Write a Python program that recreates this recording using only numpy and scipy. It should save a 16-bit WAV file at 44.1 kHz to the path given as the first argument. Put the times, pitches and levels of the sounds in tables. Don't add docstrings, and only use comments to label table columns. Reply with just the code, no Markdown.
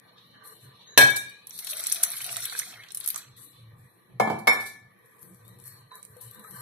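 import sys
import numpy as np
from scipy import signal
from scipy.fft import rfft, irfft
from scipy.io import wavfile
from scipy.ndimage import uniform_filter1d

SR = 44100
rng = np.random.default_rng(int(sys.argv[2]) if len(sys.argv) > 2 else 0)


def boost(x):
    u = np.asarray(x, float) / 20
    return 10 ** u


def log_audio(samples):
    frames = np.atleast_2d(samples).T
    limited = np.clip(frames, -1, 1)
    pcm = np.round(limited * 32767).astype(np.int16)
    wavfile.write(sys.argv[1], SR, pcm)


N = 291501
TIME = np.arange(N) / SR

# (f/Hz, density/dB per Hz)
FIZZ_COLOUR = [(2350, -26.5), (4000, -3), (6660, -7), (8700, -4.5), (9550, -2.5), (11300, -3),
               (14900, -16.5), (15500, -12.5), (16000, -48)]


def rms_one(x):
    return x / np.sqrt(np.mean(x ** 2) + 1e-20)


def at_hz(points, hz):
    p = np.array(points)
    return np.interp(np.log(np.maximum(hz, 1)), np.log(p[:, 0]), p[:, 1])


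def pan(pan_db):
    return boost(np.array([[pan_db], [-pan_db]]) / 2)


def gain_curve(rows, db_at=0, follows=1):
    s, db = np.transpose(rows)
    fade = np.clip(np.minimum(TIME - s[0], s[-1] - TIME) / .04 + 1, 0, 1)
    return fade * boost(db_at + follows * np.interp(TIME, s, db))


def bursts(table, rise_s):
    gain = 0
    for s, db, length in table:
        decay = np.exp(-np.maximum(TIME - s, 0) / length)
        gain = gain + boost(db) * decay * np.clip((TIME - s) / rise_s, 0, 1)
    return gain


def swell(s, db, length, edge=0.17):
    inside = np.minimum(TIME - s, s + length - TIME)
    return boost(db) * np.sin(np.pi / 2 * np.clip(inside / (edge * length), 0, 1)) ** 2


def swells(table):
    return sum(swell(*row) for row in table)


def drift(rate):
    knots = rng.standard_normal(int(N / SR * 60) + 2)
    r = np.exp(-2 * np.pi * min(rate, 25) / 60)
    slow = signal.lfilter([1], [1, -r], knots)
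    return np.interp(TIME * 60, np.arange(len(slow)), rms_one(slow))


def stereo_noise(alike):
    mid, side = rng.standard_normal((2, N))
    alike = np.clip(alike, 0, 1)
    return np.sqrt((1 + alike) / 2) * mid + np.sqrt((1 - alike) / 2) * side * [[1], [-1]]


def grains(per_s, spread_db):
    size = boost(spread_db * np.minimum(rng.exponential(1, N), 5)) * rng.choice([-1, 1], N)
    side = boost(rng.normal(0, 2.5, N))
    return (rng.random(N) < per_s / SR) * size * np.array([side, 1 / side]) + 1e-18


def colour(x, spectrum):
    size = 4096
    cepstrum = irfft(np.log(boost(at_hz(spectrum, np.arange(size // 2 + 1) * SR / size))))
    cepstrum[1:size // 2] *= 2
    cepstrum[size // 2 + 1:] = 0
    kernel = irfft(np.exp(rfft(cepstrum)))
    kernel = kernel.reshape((1,) * (x.ndim - 1) + (-1,))
    return signal.oaconvolve(x, kernel, axes=-1)[..., :x.shape[-1]]


def resonate(x, hz, width_hz):
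    r = np.exp(-np.pi * width_hz / SR)
    poles = [1, -2 * r * np.cos(2 * np.pi * hz / SR), r * r]
    return signal.lfilter(np.array([1, 0, -1]) * (1 - r * r) / 2, poles, x)


def band_pass(x, order, low_hz, high_hz):
    return signal.sosfilt(signal.butter(order, [low_hz, high_hz], "band", fs=SR, output="sos"), x)


def patchy(x, depth_db, rate):
    edges = 25 * 2 ** np.arange(0, 9.5, 1 / 3)
    out = 0
    for low, high in zip(edges, edges[1:]):
        out = out + band_pass(x, 1, low, high) * boost(depth_db * drift(rate))
    return rms_one(out)


def pops(events, cycles, rise, spray_db, trim_db):
    out, t = np.zeros((2, N + SR)), np.arange(int(.04 * SR)) / SR
    tear_s = .002
    for s, peak_db, hz, pan_db in events:
        turn = np.maximum(t - tear_s, 0) * hz
        wave = np.sin(2 * np.pi * (turn + rise * turn ** 2))
        wave = wave * np.exp(-turn / cycles * 0.99) * np.minimum(turn / 1.1, 1)
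        spray = rms_one(resonate(rng.standard_normal((2, len(t))), hz, 0.5 * hz))
        spray = spray * np.exp(-t / 0.0067) * np.minimum(t / 0.0026, 1)
        at = round((s - tear_s) * SR)
        burst = wave / np.max(wave) + boost(spray_db) * spray
        out[:, at:at + len(t)] += boost(peak_db + trim_db) * pan(pan_db) * burst
    return out[:, :N]


def background():
    # (f/Hz, density/dB per Hz)
    air_colour = [(70, -26), (108, -5), (478, -7.5), (706, -13.5), (1190, -6.5), (1440, -34), (1830, -20.5),
                  (2500, -42), (4170, -30.5), (5070, -47), (9930, -40.5), (11100, -28.5), (16000, -36.5)]
    # (f/Hz, width/Hz, level/dB)
    air_peaks = [(480, 1.4, -10.5), (1136, 92, -8.5), (1886, 76, -6), (2270, 160, -12), (10800, 630, -11.5)]
    # (t/s, level/dB, length/s)
    tremors = [(.27, -62, 0.1), (.62, -60, 0.064), (.95, -45.5, 0.19), (2.08, -61.5, 0.42), (2.72, -67, 0.12),
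               (3.25, -57, 0.18), (3.52, -51.5, 0.39), (4.1, -49.5, 0.3), (4.46, -63.5, 0.22),
               (4.81, -57, 0.085), (5.2, -60.5, 0.276), (5.37, -57.5, 0.55), (6.09, -52, 0.082),
               (6.21, -54, 0.12), (6.48, -53, 0.28)]
    white = stereo_noise(0.017)
    air = patchy(colour(white, air_colour), 6.0, 3.0)
    for hz, width, db in air_peaks:
        air = air + boost(db + 4.0 * drift(4.0)) * rms_one(resonate(white, hz, width))
    shake = stereo_noise(.97)
    drone_hz, width_hz = 115.7, 23
    drone = rms_one(resonate(resonate(shake, drone_hz, width_hz), drone_hz, 2 * width_hz))
    drone = rms_one(resonate(drone, drone_hz, 3 * width_hz))
    rumble = boost(-12.0) * rms_one(resonate(resonate(shake, 29, 40), 29, 40))
    tremor_gain = boost(2 * drift(21)) * (boost(-71) + swells(tremors))
    return boost(-64) * air + (drone + rumble) * tremor_gain


def birds():
    # (t/s, level/dB, length/s, start f/Hz, end f/Hz)
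    whistles = [
        (0.851, -63, 0.15, 3730, 4070),
        (0.861, -59, 0.15, 6520, 6460),
        (5.433, -75, 0.13, 3490, 4100),
        (5.629, -68.5, 0.19, 4270, 4260),
        (5.909, -59, 0.0305, 4030, 3850),
        (5.922, -76, 0.093, 4440, 4190),
        (6.314, -72.5, 0.2, 3420, 4150),
    ]
    # (t/s, level/dB, length/s)
    flock = [
        (-.1, -75.5, 2.3),
        (2.6, -77.5, 1.15),
        (3.7, -92, 0.78),
        (5.3, -84.5, 0.82),
        (6.1, -80.5, 0.37),
        (6.45, -73, 0.79),
    ]
    voices = [(3020, 490, -12.0), (3630, 1300, -5.0), (3950, 300, -11.5), (4240, 49, -8.5)]   # (f/Hz, width/Hz, level/dB)
    out, waver = np.zeros(N), 1 + 0.004 * drift(60)
    for s, db, length, start_hz, end_hz in whistles:
        along = np.clip((TIME - s) / length, 0, 1)
        arch = 1 + .035 * np.sin(np.pi * along) * length / .2
        pitch = (start_hz + (end_hz - start_hz) * along) * arch * waver
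        out += np.sqrt(2) * np.sin(2 * np.pi * np.cumsum(pitch) / SR) * swell(s, db, length, edge=0.13)
    white, chatter = stereo_noise(0.27), 0
    for hz, width, db in voices:
        voice = rms_one(resonate(resonate(white, hz, width), hz, width))
        chatter = chatter + boost(db + 5 * drift(7)) * voice
    return out + boost(9.5) * rms_one(chatter) * swells(flock)


def stirring():
    # (f/Hz, density/dB per Hz)
    swish_colour = [(2650, -53), (4500, -8.5), (4650, -13.5), (6320, -9), (8740, 0), (9870, -3.5),
                    (11200, 2.5), (14800, -11), (16000, -30)]
    # (f/Hz, width/Hz, level/dB)
    bowl = [(436.2, 33, 7), (631, 12, 2), (1010, 79, 4.5), (820, 25, -1), (1171, 54, 9.5), (503, 10, 9),
            (1570, 90, 2.5), (1713, 150, 6), (1950, 33, -6), (2060, 17, -12)]
    # (t/s, level/dB)
    effort = [
        (4.85, -108),
        (5.07, -56),
        (5.27, -51),
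        (5.44, -55.5),
        (5.87, -65),
        (6.17, -53.5),
        (6.43, -52),
        (6.61, -31.5),
    ]
    # (t/s, rms level/dB, length/s)
    strokes = [(.43, -46, 0.088), (.6, -47.5, 0.035), (3.36, -39, 0.038), (3.4, -42.5, 0.061),
               (3.75, -62.5, 0.19), (5.19, -52.5, 0.078), (5.44, -58, 0.049), (5.585, -51, 0.046),
               (5.645, -38, 0.047), (5.93, -48, 0.064), (6.02, -65, 0.015), (6.16, -64.5, 0.019),
               (6.205, -32.5, 0.024), (6.26, -51, 0.027), (6.305, -54, 0.073), (6.385, -58, 0.025),
               (6.5, -57, 0.032), (6.56, -71, 0.065)]
    # (t/s, level/dB, length/s)
    rubs = [(0, -64.5, 0.22), (.33, -60, 0.091), (.4, -53.5, 0.15), (.62, -59, 0.15), (.85, -63, 0.22),
            (3.4, -66.5, 0.034), (5.63, -61.5, 0.21), (5.9, -51.5, 0.11), (6.1, -64, 0.19),
            (6.33, -55.5, 0.194), (6.52, -61, .15)]
    # (t/s, level/dB, length/s)
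    pushes = [
        (1.15, -92.5, 0.47),
        (3.6, -83, 0.19),
        (4.08, -64.5, 0.12),
        (5.21, -60, 0.15),
        (5.45, -63.5, 0.168),
        (6.35, -62, 0.071),
        (6.5, -56.5, 0.063),
    ]
    swish = rms_one(grains(2500, 3.5)) + 1.5 * stereo_noise(0.17)
    swish = patchy(colour(swish, swish_colour), 4.0, 6.4) * pan(5)
    rub, body = stereo_noise(0.2), 0
    for hz, width, db in bowl:
        body = body + boost(db + 3.5 * drift(4)) * resonate(resonate(rub, hz, width), hz, 2 * width)
    push = rms_one(resonate(rub, 185, 12) + 0.26 * resonate(rub, 330, 26))
    tearing = gain_curve(effort, -9.5) + bursts(strokes, 0.046)
    rubbing = boost(-68) + swells(rubs) + gain_curve(effort, -14.5)
    pushing = boost(-72.5) + swells(pushes)
    return swish * tearing + boost(-1.5) * rms_one(body) * rubbing + boost(3.5) * push * pushing


def ticks_and_smacks():
    # (t/s, peak level/dB, f/Hz, left-right/dB)
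    ticks = [(4.9904, -57.5, 11000, 4), (5.0592, -53, 10970, 11), (5.193, -47, 10500, 5),
             (5.229, -39, 11600, 12), (5.3362, -56, 10900, 2), (5.346, -49, 10800, 12),
             (5.4503, -51, 11300, 9), (5.4797, -46, 11200, 15.0), (5.4897, -49, 11600, 13),
             (5.588, -48, 10800, 11), (5.6, -46.5, 10450, 15), (5.6397, -39.5, 9500, -6),
             (5.6563, -40, 11050, 1), (5.679, -34, 11950, 1), (5.8095, -52, 10700, 5),
             (5.9222, -53.5, 10600, -2.5), (5.955, -37.5, 10300, -8.5), (6.029, -36.5, 8720, -10),
             (6.051, -35.5, 8910, -11), (6.1682, -43.5, 10800, 3), (6.2126, -39.5, 11400, 9),
             (6.3122, -39, 12000, 15), (6.347, -41.5, 11600, 12), (6.3952, -42.5, 10800, 12),
             (6.441, -49, 8750, -17.5), (6.5099, -34, 11100, 5), (6.571, -45, 11400, 7)]
    # (t/s, peak level/dB, f/Hz, left-right/dB)
    smacks = [
        (0.654, -45.5, 127, -1),
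        (5.916, -42, 1010, -9),
        (6.164, -49, 492, 12),
        (6.383, -52, 215, -12),
        (6.446, -43.5, 1260, 8),
        (6.568, -48, 120, 10),
    ]
    return (pops(ticks, cycles=8.8, rise=0.0016, spray_db=-13.0, trim_db=3.5)
            + pops(smacks, cycles=15.0, rise=0.00053, spray_db=-7.5, trim_db=-0.5))


def pour():
    # (t/s, level/dB)
    stream = [(1.45, -82), (1.53, -43.5), (1.77, -35), (2.06, -35.5), (2.2, -35.5), (2.43, -36), (2.6, -40),
              (2.72, -47.5), (2.9, -64), (2.95, -101), (3.05, -40), (3.09, -68), (3.19, -42.5), (3.32, -90)]
    # (t/s, level/dB, length/s, f/Hz)
    gulps = [
        (1.62, -65, 0.07, 712),
        (1.715, -56.5, 0.14, 623),
        (1.925, -55.5, 0.21, 689),
        (2.24, -53.5, 0.18, 694),
        (2.657, -61, 0.13, 734),
        (2.71, -80, 0.087, 2300),
        (2.743, -54.5, 0.068, 1844),
        (2.747, -53, 0.088, 2130),
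        (2.816, -65, 0.049, 1990),
    ]
    fizz = rms_one(grains(1400, 1.5)) + 1.4 * stereo_noise(0.033)
    fizz = patchy(colour(fizz, FIZZ_COLOUR), 4, 14.0) * boost(2.5 * drift(22))

    clicks, pitches = grains(2000, 0.83), np.geomspace(1200, 4800, 16)
    dealt = rng.integers(0, len(pitches), N)
    gurgle = 0
    for k, hz in enumerate(pitches):
        gurgle = gurgle + resonate(clicks * (dealt == k), hz, hz / 14) * boost(5 * drift(12))

    wobble = signal.lfilter([1], [1, -.997], rng.standard_normal((2, N)))
    gulp = 0
    for s, db, length, hz in gulps:
        turn = 2 * np.pi * hz * TIME
        note = rms_one(wobble[0] * np.cos(turn) + wobble[1] * np.sin(turn))
        gulp = gulp + swell(s, db, length) * note

    follows = .4
    pool_fill_s = 0.27
    pool = np.clip((TIME - stream[0][0]) / pool_fill_s, 0, 1) ** 2
    gurgle_gain = gain_curve(stream, -47 + 40 * follows, follows) * pool
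    return fizz * gain_curve(stream) + rms_one(gurgle) * gurgle_gain + gulp


def spatter_and_plops():
    # (t/s, peak level/dB, f/Hz, left-right/dB)
    spatter = [(1.4708, -26, 10800, -3), (1.4954, -31, 11650, 11), (1.5083, -33.5, 5970, -17.5),
               (1.561, -41, 11000, 3.5), (1.5783, -26, 11300, 3.5), (1.59, -20.5, 11300, 7),
               (1.6468, -21.5, 9600, 0), (1.6696, -25, 11700, 11), (1.699, -25, 9800, 1),
               (1.7096, -18, 9500, -1), (1.737, -26, 13000, 9), (1.7695, -20, 9800, 4),
               (1.795, -17, 9800, -2), (1.8066, -23, 10800, 9), (1.8392, -16, 8200, -2),
               (1.8693, -10, 9460, -3.5), (1.8994, -17, 10800, -3), (1.919, -20.5, 5900, -19),
               (1.924, -5.5, 9300, 6.5), (1.9465, -18, 10700, 5), (2.0316, -16.5, 9800, -26),
               (2.035, -3.5, 10680, 8.5), (2.037, -17, 5930, -9), (2.1034, -20, 10600, 1.5),
               (2.1186, -18, 9500, -6), (2.1836, -25.5, 9500, 7), (2.2439, -19, 9600, 2),
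               (2.265, -22, 11500, 14), (2.3287, -19, 9600, -1), (2.3444, -46, 10000, 2),
               (2.368, -15.5, 8600, -8), (2.387, -36, 8230, -1), (2.405, -20, 9400, -1),
               (2.4405, -24.5, 7840, -10), (2.4556, -14, 11100, 6), (2.5244, -34, 9550, -1),
               (2.5908, -10, 9500, 0), (2.5934, -22.5, 8720, -16.5), (2.5965, -17.5, 6300, -8),
               (2.92, -28, 9230, 7), (2.9478, -17, 10300, -2), (2.9727, -15.5, 9460, -0.5),
               (3.0024, -22.5, 10800, 11), (3.0425, -24, 10800, 1), (3.0614, -18.5, 11300, 12),
               (3.0764, -10, 10700, -7), (3.0877, -11.5, 11200, -4), (3.1032, -16.5, 12100, 14),
               (3.145, -20, 6100, -3), (3.16, -16.5, 7600, -5), (3.1784, -22, 11800, 3.0)]
    # (t/s, peak level/dB, f/Hz, left-right/dB)
    plops = [(1.5134, -41, 3000, 8), (1.5896, -26, 4470, -3), (1.6714, -20, 4050, 3),
             (1.7323, -22, 2950, 2), (1.8, -24.5, 4170, -3), (1.8612, -20.5, 4450, 0),
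             (1.9134, -28, 3630, 3), (1.9235, -44, 4070, 5), (1.9585, -25, 3770, 6),
             (2.0351, -27.5, 1520, -13), (2.1354, -31, 2140, -13), (2.2047, -25.5, 2350, -1),
             (2.2466, -27, 3480, -8), (2.2915, -21.5, 2820, -4), (2.3602, -23, 3320, 4),
             (2.369, -29, 1280, 2), (2.4228, -26, 3850, -4), (2.4527, -21.5, 3380, -1),
             (2.4977, -24.5, 4300, -11), (2.524, -26.5, 1380, -4), (2.5508, -26.5, 1560, -5),
             (2.5975, -31.5, 1470, -11), (2.6178, -28.5, 1950, -5), (2.7223, -35, 2980, 0),
             (2.7386, -29.5, 2730, -5), (2.836, -33, 3010, 3), (2.8862, -39, 4200, -15),
             (2.9063, -31, 3950, -4), (3.0099, -35, 4260, -19), (3.0743, -32.5, 4380, 5),
             (3.1024, -25, 4770, -11), (3.1445, -33.5, 1130, -14), (3.1598, -31.5, 1160, -7)]
    return (pops(spatter, cycles=4.8, rise=0.0012, spray_db=-12.0, trim_db=1.5)
            + pops(plops, cycles=7.4, rise=0.0045, spray_db=3.0, trim_db=-9.5))


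def slosh():
    # (t/s, rms level/dB, length/s)
    slaps = [
        (1.1, -10.5, 0.0038),
        (1.158, -15.5, 0.0097),
        (1.293, -29.5, 0.0041),
        (4.385, -35.5, 0.008),
        (4.525, -31, 0.02),
        (4.598, -38, 0.036),
        (4.655, -36, 0.026),
    ]
    return bursts(slaps, 0.0099) * patchy(colour(stereo_noise(0.34), FIZZ_COLOUR), 0.44, 7.2)


def knock(contacts, modes, thud, ring_db, glide, pan_db):
    out, t = np.zeros((2, N)), np.arange(int(.8 * SR)) / SR
    for s, peak_db, glass_db, length in contacts:
        late = s - contacts[0][0]
        crack = stereo_noise(0.35)[:, :len(t)] * np.exp(-t / length)
        crack = colour(crack * np.clip(t / (0.00059 + 0.015 * late), 0, 1), thud)
        turn = 2 * np.pi * (t + glide * (late + t) ** 3)
        ring = 0
        for hz, db, t60 in modes:
            phase = rng.uniform(0, 2 * np.pi, (2, 2, 1))
            twin = 1 + rng.normal(0, 0.008) * hz / 4000
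            pair = np.sin(hz * turn + 0.8 * phase[0])
            pair = pair + min(hz / 8000, 1) ** 2 * np.sin(hz * twin * turn + phase[1])
            ring = ring + boost(db - 60 * t / t60 + 2.5 * drift(25)[:len(t)]) * pair
        ring = ring * np.clip(t / 0.0083, 0, 1)
        hit = crack / np.max(np.abs(crack)) + boost(ring_db + glass_db) * ring
        at = round(s * SR)
        out[:, at:at + len(t)] += boost(peak_db) * hit
    return out * pan(pan_db)


def jug_knocks():
    # (t/s, peak level/dB, share of glass ring/dB, thud length/s)
    lift = [
        (0.9755, 5, -0.5, 0.0099),
        (1.009, -4, -29.5, 0.011),
    ]
    first_set = [
        (4.198, -4.5, 6.5, 0.011),
        (4.273, -15.5, -16.5, 0.016),
        (4.298, -15.5, -3, 0.016),
    ]
    last_set = [
        (4.471, -9.5, -10.5, 0.013),
        (4.4745, -2, -4, 0.0078),
        (4.488, -22, 7.5, 0.031),
        (4.515, -36, 2.5, 0.015),
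    ]
    # (f/Hz, level/dB, t60/s)
    lift_modes = [(135, -25, 0.28), (571.6, -11.5, 0.14), (1646.6, -3, 0.33), (2270, -15, 0.6),
                  (2550, -21, .22), (3612, -18, 0.53), (4174, 0.5, 0.053), (5717, -24.5, .2),
                  (7720, -18, .12), (8440, -28.5, .2), (9200, -25, .2), (9350, -19.5, 0.17),
                  (9940, -20.5, 0.1), (10400, -25.5, 0.19), (10910, -25.5, .2)]
    first_modes = [(222, -3, 0.47), (778, -2, 0.75), (1734, -4.5, 0.3), (2160, 0.5, 0.15), (2291, -7, 0.73),
                   (4030, -20.5, .2), (5300, -22, .12), (5700, -23, 0.14), (6950, -20, .15),
                   (10200, -22.5, 0.51)]
    last_modes = [(231.7, -17, 0.22), (816, -15, 0.12), (1743, -13, 0.59), (2194, 3.5, 0.16),
                  (2304, -14.5, .4), (3628, -20, 0.28), (4290, -25, .15), (5000, -16.5, .1),
                  (5389, -11, 0.12), (7130, -19, .1), (7600, -23.5, 0.11), (10120, -9, 0.071)]
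    # (f/Hz, density/dB per Hz)
    lift_thud = [(53, -42), (120, -22), (821, -14), (1320, -23.5), (1640, -11.5), (2130, -23.5),
                 (2590, -13.5), (5900, -19), (6870, -22), (12100, -20), (16000, -36.5)]
    first_thud = [(53, -82.5), (115, -9.5), (620, -6.5), (786, 1.5), (1750, -26), (1950, -29), (2180, -20),
                  (2760, -27.5), (7490, -35), (14400, -42), (16000, -46)]
    last_thud = [(53, -78), (120, -23), (786, -5.5), (2000, -15), (2230, 1), (2480, -24.5), (5300, -21.5),
                 (8350, -35), (10600, -24), (15000, -33), (16000, -46)]
    return (knock(lift, lift_modes, lift_thud, ring_db=-9.5, glide=.18, pan_db=2.0)
            + knock(first_set, first_modes, first_thud, ring_db=-26.0, glide=0.00056, pan_db=-1.0)
            + knock(last_set, last_modes, last_thud, ring_db=-6.0, glide=0.00077, pan_db=-1.5))


def kitchen(x):
    # (f/Hz, t60/s)
    decay = [(100, 0.69), (500, 0.39), (2000, 0.47), (6000, 0.37), (14000, 0.2)]
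    t = np.arange(int(.7 * SR)) / SR
    tail = 0
    for low in 60 * 2. ** np.arange(8):
        white = stereo_noise(.92 - .22 * np.log2(low / 100))[:, :len(t)]
        band = band_pass(white, 2, low, 2 * low)
        tail = tail + band * boost(-60 * t / at_hz(decay, low * np.sqrt(2)))
    tail = tail * np.clip(t / 0.01, 0, 1)
    return signal.fftconvolve(x, tail / np.sqrt(np.sum(tail ** 2) / 2), axes=1)[:, :N]


def scene():
    jug = jug_knocks() + slosh()
    drops = spatter_and_plops() + ticks_and_smacks()
    song = birds()
    wet = boost(-5.5) * jug + boost(3.0) * song + boost(-11) * drops
    return jug + drops + boost(6.0) * song + kitchen(wet) + pour() + stirring() + background()


def duck_weak_bands(x):
    # (f/Hz, margin/dB)
    margin = [(2400, 4), (4100, 7), (4800, .5), (8000, 2), (10500, 7), (13000, 3.5), (16000, 1)]
    hz, _, z = signal.stft(x, SR, nperseg=1024, noverlap=768)
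    now = np.abs(z).sum(0) ** 2 + 1e-18
    power = np.abs(uniform_filter1d(now, size=7, axis=1)) + 1e-18
    high = hz > 2400
    share = power / uniform_filter1d(power, size=15, axis=0) / .85
    wander = rms_one(uniform_filter1d(rng.standard_normal(power.shape), size=14, axis=1))
    wander = wander[np.arange(len(hz)) // 7 * 7]
    band_db = 10 * np.log10(np.abs(uniform_filter1d(power, size=5, axis=0)) + 1e-18)
    spare_db = band_db - uniform_filter1d(band_db, size=60, axis=0)
    spare_db = spare_db + at_hz(margin, hz)[:, None] + 4.5 * wander
    total_db = 10 * np.log10(now[high].sum(0))
    steady = np.exp(-np.maximum(total_db - np.roll(total_db, 4) - 2.5, 0) / 2)
    ducked = np.minimum(share, 1) ** 2 * boost(8 * np.minimum(spare_db, 0))
    gain = np.where(high[:, None], ducked, 1)
    return signal.istft(z * gain ** steady, SR, nperseg=1024, noverlap=768)[1][:, :N]


def roll_off(x):
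    return signal.sosfilt(signal.butter(12, 16190, fs=SR, output="sos"), x)


def record(dry):
    # (f/Hz, width/Hz, share removed)
    dips = [(2850, 500, .45), (4850, 600, .55), (6850, 800, .5)]
    heard = signal.sosfilt(signal.butter(2, 85, "high", fs=SR, output="sos"), dry)
    for hz, width, share in dips:
        heard = heard - min(share, 1) * resonate(heard, hz, width)
    mid, side = (heard[0] + heard[1]) / 2, (heard[0] - heard[1]) / 2
    side = signal.lfilter(*signal.butter(1, 300, "high", fs=SR), side)
    side = side + 0.18 * resonate(mid, 11000, 6000)
    heard = duck_weak_bands(np.array([np.roll(mid + side, 3), mid - side]))
    top = 2.0
    loud = np.clip(top * np.tanh(heard / top), -.93, .93)
    cut = signal.sosfilt(signal.cheby2(10, 40, 16100, fs=SR, output="sos"), loud)
    return roll_off(np.clip(cut, -1, 1))


dry = scene()
out = record(dry)
log_audio(out)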